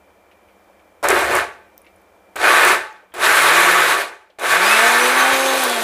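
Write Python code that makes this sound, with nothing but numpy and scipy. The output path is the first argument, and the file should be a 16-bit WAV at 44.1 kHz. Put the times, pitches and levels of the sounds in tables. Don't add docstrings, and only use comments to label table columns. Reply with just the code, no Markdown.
import sys
import numpy as np
from scipy import signal
from scipy.fft import rfft, irfft, next_fast_len
from scipy.io import wavfile
from scipy.ndimage import uniform_filter1d, map_coordinates

SR = 44100
rng = np.random.default_rng(int(sys.argv[2]) if len(sys.argv) > 2 else 0)


def level_to_linear(level):
    exponent = np.asarray(level, float) / 20
    return 10 ** exponent


def digitize_waveform(pressure):
    field = np.atleast_2d(pressure).T
    bounded = np.clip(field, -1, 1)
    quanta = np.round(bounded * 32767).astype(np.int16)
    wavfile.write(sys.argv[1], SR, quanta)


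N = 257499
TIME_S = np.arange(N) / SR
FULL_SPEED_HZ = 250


def unit(x):
    return x / np.sqrt(np.mean(x ** 2) + 1e-20)


def along(points, hz):
    f, v = np.transpose(points)
    return np.interp(np.log(hz + 1), np.log(f + 1), v)


def curve(points, off):
    s, v = np.transpose(points)
    return np.interp(TIME_S, s, v, off, off)


def wobble(knots_per_s):
    coarse = np.arange(0, N + 16, 16)
    knots = rng.standard_normal(int(N * knots_per_s / SR) + 4)
    return np.interp(np.arange(N), coarse, map_coordinates(knots, [coarse * knots_per_s / SR]))


def filtered(x, response):
    m = next_fast_len(N + SR // 2)
    return irfft(rfft(x, m) * response(np.fft.rfftfreq(m, 1 / SR)), m)[:N]


def resonance(f, center_hz, width_hz):
    return 1j * f * width_hz / (center_hz ** 2 - f * f + 1j * f * width_hz)


# (top rumble of housing [dB], blade hiss re load [dB], counter thud [dB])
PULSE_LEVELS = [
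    (-13, -10.5, -42.5),
    (-17, -9.5, -52),
    (-22, -8.5, -55),
    (-22.5, -8.5, -62.5),
]


def grinding(phase, speed_hz):
    pulse, load_db = blade_load()
    top_rumble_db, hiss_db, thud_db = np.transpose(PULSE_LEVELS)[:, pulse]
    lost_db = dying_db()
    level_db = load_db + lost_db
    surge = level_to_linear(level_db + 0.26 * wobble(14))
    in_step = churn(phase) + rumble(phase, load_db, top_rumble_db) + hiss(phase, speed_hz, load_db, hiss_db)
    return surge * in_step + thud(phase, load_db, lost_db, thud_db) + after_ring(level_db - 3.5)


# (time [s], load [dB])
LOAD = [
    [(1.028, -31), (1.046, -16.5), (1.081, -23), (1.1, -15.5), (1.165, -15.5), (1.185, -17), (1.291, -23),
     (1.355, -16), (1.39, -19)],
    [(2.357, -29.5), (2.385, -30.5), (2.447, -12.5), (2.493, -12), (2.633, -11), (2.72, -12)],
    [(3.139, -36.5), (3.179, -32), (3.24, -13.5), (3.297, -13), (3.663, -12), (3.919, -15), (3.97, -20.5),
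     (4.02, -22)],
    [(4.386, -38), (4.45, -21), (4.538, -13), (4.588, -19), (4.616, -13.5), (4.886, -13), (4.92, -15.5),
     (5.254, -15), (5.839, -19.5)],
]


def blade_load():
    starts_s = [rows[0][0] for rows in LOAD]
    pulse = np.maximum(np.searchsorted(starts_s, TIME_S) - 1, 0)
    held_db = [np.interp(TIME_S, *np.transpose(rows), left=-120) for rows in LOAD]
    return pulse, np.choose(pulse, held_db)


def coasting():
    since_s = np.zeros(N)
    for now, following in zip(LOAD, LOAD[1:]):
        stop_s, next_s = now[-1][0], following[0][0]
        since_s += np.where((TIME_S > stop_s) & (TIME_S < next_s), TIME_S - stop_s, 0)
    return since_s


def dying_db():
    db_per_s, eases_s = 179.5, 1
    since_s = coasting()
    return -db_per_s * since_s / (1 + since_s / eases_s)


# (frequency [Hz], width [Hz], level [dB])
JAR_MODES = [(369.6, 54, 7), (571, 11, 5.5), (703, 15, 4.5), (888, 10.6, 9), (1141.3, 16.7, 13),
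             (1263, 37, 6.5), (1550, 16, -1.5), (1550, 30, 1), (1655, 21, -22), (1770, 12, 7),
             (2218, 150, 4), (2451, 36, 8.5), (3513, 27, 7.5), (3840, 36, 5.5), (4130, 3.7, 9.5),
             (4350, 32, 5.5)]


def jar(f):
    return 1 + sum((level_to_linear(db) - 1) * resonance(f, hz, width_hz) for hz, width_hz, db in JAR_MODES)


def pulp(phase, spectrum, beat, spiky_db, lumps_db):
    driven = np.exp(-coasting() / 0.11)
    sizes = level_to_linear(spiky_db * driven * rng.exponential(size=N))
    sweep = 1 + beat * driven * np.cos(2 * phase + wobble(20))
    hits = rng.standard_normal(N) * sizes * sweep * level_to_linear(lumps_db * wobble(35))
    hits = hits / np.sqrt(np.abs(uniform_filter1d(hits ** 2, SR // 5)))
    low_hz = spectrum[0][0]
    return unit(filtered(hits, lambda f: level_to_linear(along(spectrum, f)) * jar(f) * np.minimum(f / low_hz, 1)))


# (frequency [Hz], density [dB/Hz])
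CHURN_SPECTRUM = [(500, -17.5), (850, -2.5), (1040, 0), (1130, -1), (1390, 2), (1530, 7), (3200, -12),
                  (4160, -54), (7040, -120)]


def churn(phase):
    clear_s, clear_db, clear_takes_s = 5.33, -4, 0.036
    thin_db = clear_db * np.clip((TIME_S - clear_s) / clear_takes_s, 0, 1)
    return level_to_linear(thin_db) * pulp(phase, CHURN_SPECTRUM, beat=0.3, spiky_db=2, lumps_db=0.78)


# (frequency [Hz], density [dB/Hz])
RUMBLE_SPECTRUM = [(160, -29), (270, -19.5), (355, -9), (443, -6.5), (693, -3), (768, -6), (1050, -9.5),
                   (1360, -30.5), (2310, -120)]


def rumble(phase, load_db, top_db):
    knee_db = 7
    level_db = -knee_db * np.logaddexp(0, (load_db - top_db) / knee_db)
    return level_to_linear(level_db) * pulp(phase, RUMBLE_SPECTRUM, beat=0.12, spiky_db=1.5, lumps_db=-1.0)


LOUD_LOAD_DB = -18.5
# (frequency [Hz], density [dB/Hz])
HISS_SPECTRUM = [(1590, -13.5), (2700, -1.5), (2970, -2.5), (3940, -2), (4270, -5), (5450, -8.5),
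                 (10400, -7), (14900, -17.5), (15800, -17.5)]


def hiss(phase, speed_hz, load_db, hiss_db):
    steady_share, light_load_db, speed_power = 0.14, -25.5, 0.14
    spray = pulp(phase, HISS_SPECTRUM, beat=0.12, spiky_db=2, lumps_db=0.86)
    spray = darkened(spray, db_per_s=41.5, steep=2.2, patchy_db=1.16)
    evened_db = steady_share * (np.maximum(load_db, light_load_db) - LOUD_LOAD_DB)
    level_db = hiss_db + 2.5 - evened_db + 0.53 * wobble(6.3)
    return level_to_linear(level_db) * (speed_hz / FULL_SPEED_HZ) ** speed_power * spray


def darkened(x, db_per_s, steep, patchy_db):
    hz, t, z = signal.stft(x, SR, nperseg=256)
    since_s = np.interp(t, TIME_S, coasting())
    patches = uniform_filter1d(rng.standard_normal(z.shape), size=9, axis=0)
    patches = unit(uniform_filter1d(patches, size=16, axis=1))
    gain_db = patchy_db * patches - db_per_s * since_s * (hz[:, None] / 10000) ** steep
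    return signal.istft(z * level_to_linear(gain_db), SR, nperseg=256)[1][:N]


# (frequency [Hz], density [dB/Hz])
THUD_SPECTRUM = [(18, -51.5), (30, -17), (65, 3), (114, -1.5), (163, -22), (194, -4), (270, -4), (350, -35),
                 (590, -120)]


def thud(phase, load_db, lost_db, thud_db):
    level_db = thud_db + 0.3 * (load_db - LOUD_LOAD_DB) + 0.76 * lost_db + 1.5 * wobble(11)
    shake = pulp(phase, THUD_SPECTRUM, beat=.01, spiky_db=-9.0, lumps_db=0.0)
    return (load_db > -100) * level_to_linear(level_db) * shake


# (frequency [Hz], width [Hz], level [dB])
FREE_MODES = [(864, 14, 5.5), (1130, 31, -6), (1535, 13, 1), (1870, 15, -25.5), (3950, 14, -23)]


def after_ring(level_db):
    tones = lambda f: sum(level_to_linear(db) * resonance(f, hz, width_hz) for hz, width_hz, db in FREE_MODES)
    free = 1 - np.exp(-coasting() / 0.076)
    return level_to_linear(level_db) * free * unit(filtered(rng.standard_normal(N), tones))


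# (time [s], speed [turns/s])
SPEED = [
    [(1.03, 21), (1.2, 78), (1.3, 60), (1.4, 60), (1.7, 14)],
    [(2.36, 20), (2.75, 130), (3.1, 30)],
    [(3.14, 21), (3.33, 113), (3.47, 161), (3.54, 170), (3.76, 185), (3.82, 170), (3.96, 101), (4.03, 70),
     (4.3, 30)],
    [(4.39, 30), (4.48, 120), (4.58, 177), (4.69, 211), (4.83, 231), (5.04, 248.5), (5.33, 266.5),
     (5.58, 265.5), (5.839, 218)],
]


def shaft_speed():
    return uniform_filter1d(curve(sum(SPEED, []), off=10), size=SR // 25)


def shaft_phase(speed_hz):
    return 2 * np.pi * np.cumsum(speed_hz) / SR


ORDERS = [
    1,
    2,
    3,
    4,
    12,
    14,
    24,
]
ORDER_DB = [-34.5, -44.5, -43.5, -44.5, -48, -48, -52]
ORDER_SPEED_POWER = [2.6, 2, 2.5, 3, .3, 2, .3]
# (gain while the motor pulls, loss while it sags [dB])
ORDER_PULL_DB = [0, 4, 3, 5, 15, -3, 5]
# (frequency [Hz], width [Hz], level [dB])
HOUSING_MODES = [(358, 14, 18), (462, 14, 13), (494, 12, 20), (533, 8, 18), (557, 12, 12), (695, 18, 22),
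                 (782, 16, 16), (985, 30, 16), (2000, 150, 4), (2480, 160, 14), (3275, 45, 17),
                 (4800, 600, 10), (6050, 350, 10)]


def whine(phase, speed_hz):
    audible_hz, pull_hz_per_s = 100, 200
    fade = level_to_linear(dying_db()) / (1 + (audible_hz / speed_hz) ** 6)
    pull = np.tanh(np.gradient(speed_hz) * SR / pull_hz_per_s)
    flutter_rad = .045 * wobble(70) + .13 * wobble(18)
    tones = []
    for k, db, power, pull_db in zip(ORDERS, ORDER_DB, ORDER_SPEED_POWER, ORDER_PULL_DB):
        level_db = db + pull_db * pull + 3 + 2.8 * np.log(k) ** .5 * wobble(25)
        tone = np.sin(k * (phase + flutter_rad))
        tones.append(level_to_linear(level_db) * tone * (speed_hz / FULL_SPEED_HZ) ** power)
    housing = lambda f: 1 + sum(level_to_linear(db) * resonance(f, hz, width_hz) for hz, width_hz, db in HOUSING_MODES)
    return fade * tones[0] + filtered(fade * sum(tones[1:]), housing)


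def clicks(events, spread, snap):
    out, t = np.zeros(N + SR), np.arange(8192) / SR
    f = np.fft.rfftfreq(len(t), 1 / SR)
    for s, db, hz, t60_s in events:
        blow = snap * (t == 0)
        burst = (rng.standard_normal(len(t)) + blow) * level_to_linear(-60 * t / max(t60_s, .002))
        burst = irfft(rfft(burst) * resonance(f, hz, spread * hz) ** 2)
        out[round(s * SR):][:len(t)] += level_to_linear(db) * burst / np.abs(burst).max()
    return out[:N]


# (time [s], peak [dB], pitch [Hz], t60 [s])
BUMPS = [(.699, -41, 620, .04), (1.029, -29, 900, 0.0414), (3.035, -41.5, 597, 0.057), (4.3, -45, 550, .05),
         (1.043, -10, 970, 0.077), (1.044, -17, 443, 0.046), (1.105, -10, 410, 0.058),
         (1.127, -9.5, 391, 0.11)]
# (time [s], peak [dB], pitch [Hz], t60 [s])
COUNTER_KNOCK = [(5.332, -24, 120, 0.034)]


def lurches():
    return clicks(BUMPS, spread=0.4, snap=26) + clicks(COUNTER_KNOCK, spread=3.9, snap=16)


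# (time [s], peak [dB], pitch [Hz], t60 [s])
CRACKS = [(1.0284, -27, 6020, 0.015), (1.042, -17, 9180, 0.015), (1.0861, -2.5, 7900, 0.015),
          (1.1035, -6, 7650, 0.015), (1.1914, -17, 9240, 0.015), (1.3523, -8.5, 9250, 0.015),
          (1.3648, -16.5, 6810, 0.015), (2.3605, -21.5, 9100, 0.015), (2.6494, -7, 8650, 0.015),
          (3.1398, -30.5, 9900, 0.015), (3.22, -21, 9300, 0.015), (4.3864, -47, 6000, 0.015),
          (4.3954, -26.5, 7500, 0.015), (5.6366, -4.5, 12600, 0.015), (5.6973, -11, 9700, 0.015)]
# (time [s], peak [dB], pitch [Hz], t60 [s])
TICKS = [(1.7787, -26, 14300, 0.0033), (1.779, -41, 5860, .008), (1.779, -46, 8300, .004),
         (1.779, -52, 3700, .004), (1.8182, -38, 10200, .004), (1.8545, -49, 11000, .004),
         (1.9044, -53, 13800, .004), (1.9617, -45, 10400, .005), (2.0155, -53, 12600, .004),
         (2.0195, -52, 10270, .004), (2.9274, -46, 6430, .02), (2.9274, -51, 14700, 0.022),
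         (3.12, -47, 3080, 0.075)]
# (time [s], peak [dB], pitch [Hz], t60 [s])
KNOCKS = [(0.3132, -46, 2170, 0.09), (0.486, -47.5, 2200, 0.083), (0.7936, -49, 2320, 0.09),
          (1.8462, -45, 2340, 0.075), (1.8647, -39.5, 2320, 0.09), (3.12, -49, 1770, 0.09),
          (4.3, -48.5, 2930, 0.09)]


def small_clicks():
    cracks = clicks(CRACKS, spread=0.91, snap=0.75)
    ticks = clicks(TICKS, spread=0.19, snap=6)
    return cracks + ticks + clicks(KNOCKS, spread=0.53, snap=.5)


# (frequency [Hz], t60 [s])
WALL_DECAY = [(200, 0.46), (1500, .45), (6000, 0.3), (15000, .15)]


def walls(x):
    hz, t, z = signal.stft(rng.standard_normal(SR // 2), SR, nperseg=256)
    decay_db = -60 * t / along(WALL_DECAY, hz)[:, None]
    tail = signal.istft(z * level_to_linear(decay_db), SR, nperseg=256)[1]
    delayed = np.pad(x, (70, 0))
    return signal.fftconvolve(delayed, tail / np.linalg.norm(tail))[:N]


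# (frequency [Hz], density [dB/Hz])
KITCHEN_SPECTRUM = [(12, -67), (20, -22), (85, 0.5), (153, -40), (187, 1), (254, -14.5), (300, -2),
                    (419, -3.5), (524, 1), (1510, -11), (2370, -15.5), (2880, -22), (3130, -20.5),
                    (4140, -26.5), (15800, -29)]
# (frequency [Hz], level [dB])
HUM_TONES = [(86.1, -74.5), (694.4, -70), (2116, -81.5), (2315, -72), (2363, -66.5), (2412, -77),
             (2460, -81), (3101, -78)]


def kitchen():
    air = unit(filtered(rng.standard_normal(N), lambda f: level_to_linear(along(KITCHEN_SPECTRUM, f))))
    murmur = level_to_linear(-53.5 + .45 * wobble(7)) * air
    for hz, db in HUM_TONES:
        level = level_to_linear(db + 0.5 + 1.6 * wobble(24))
        murmur = murmur + level * np.sin(2 * np.pi * hz * TIME_S + .9 * wobble(16))
    return murmur


# (time [s], gain [dB])
DUCKING = [(0, 0), (1.03, 0), (1.4, -3), (1.7, 0), (2.36, 0), (2.75, -6), (3.14, -4.5), (4, -9), (4.38, -8),
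           (5.84, -10)]


def ducked(background):
    return level_to_linear(curve(DUCKING, off=-10)) * background


def scene():
    speed_hz = shaft_speed()
    phase = shaft_phase(speed_hz)
    small = small_clicks()
    echo = level_to_linear(-12) * walls(small)
    near = grinding(phase, speed_hz) + whine(phase, speed_hz) + lurches() + small + echo
    return (near + ducked(kitchen()))[None]


def top_cut(x):
    return signal.sosfilt(signal.butter(12, 16670, fs=SR, output="sos"), x)


def record(dry):
    top_hz, slope_hz, bass_hz = 15560, 120, 25
    soft = dry / (1 + np.abs(dry / .82) ** 7) ** (1 / 7)
    low_pass = lambda f: np.sin(np.pi / 2 * np.clip((top_hz - f) / slope_hz, 0, 1)) ** 2
    high_pass = lambda f: 1j * f / (bass_hz + 1j * f)
    mix = filtered(soft[0], lambda f: low_pass(f) * high_pass(f))[None]
    return top_cut(mix)


dry = scene()
out = record(dry)
digitize_waveform(out)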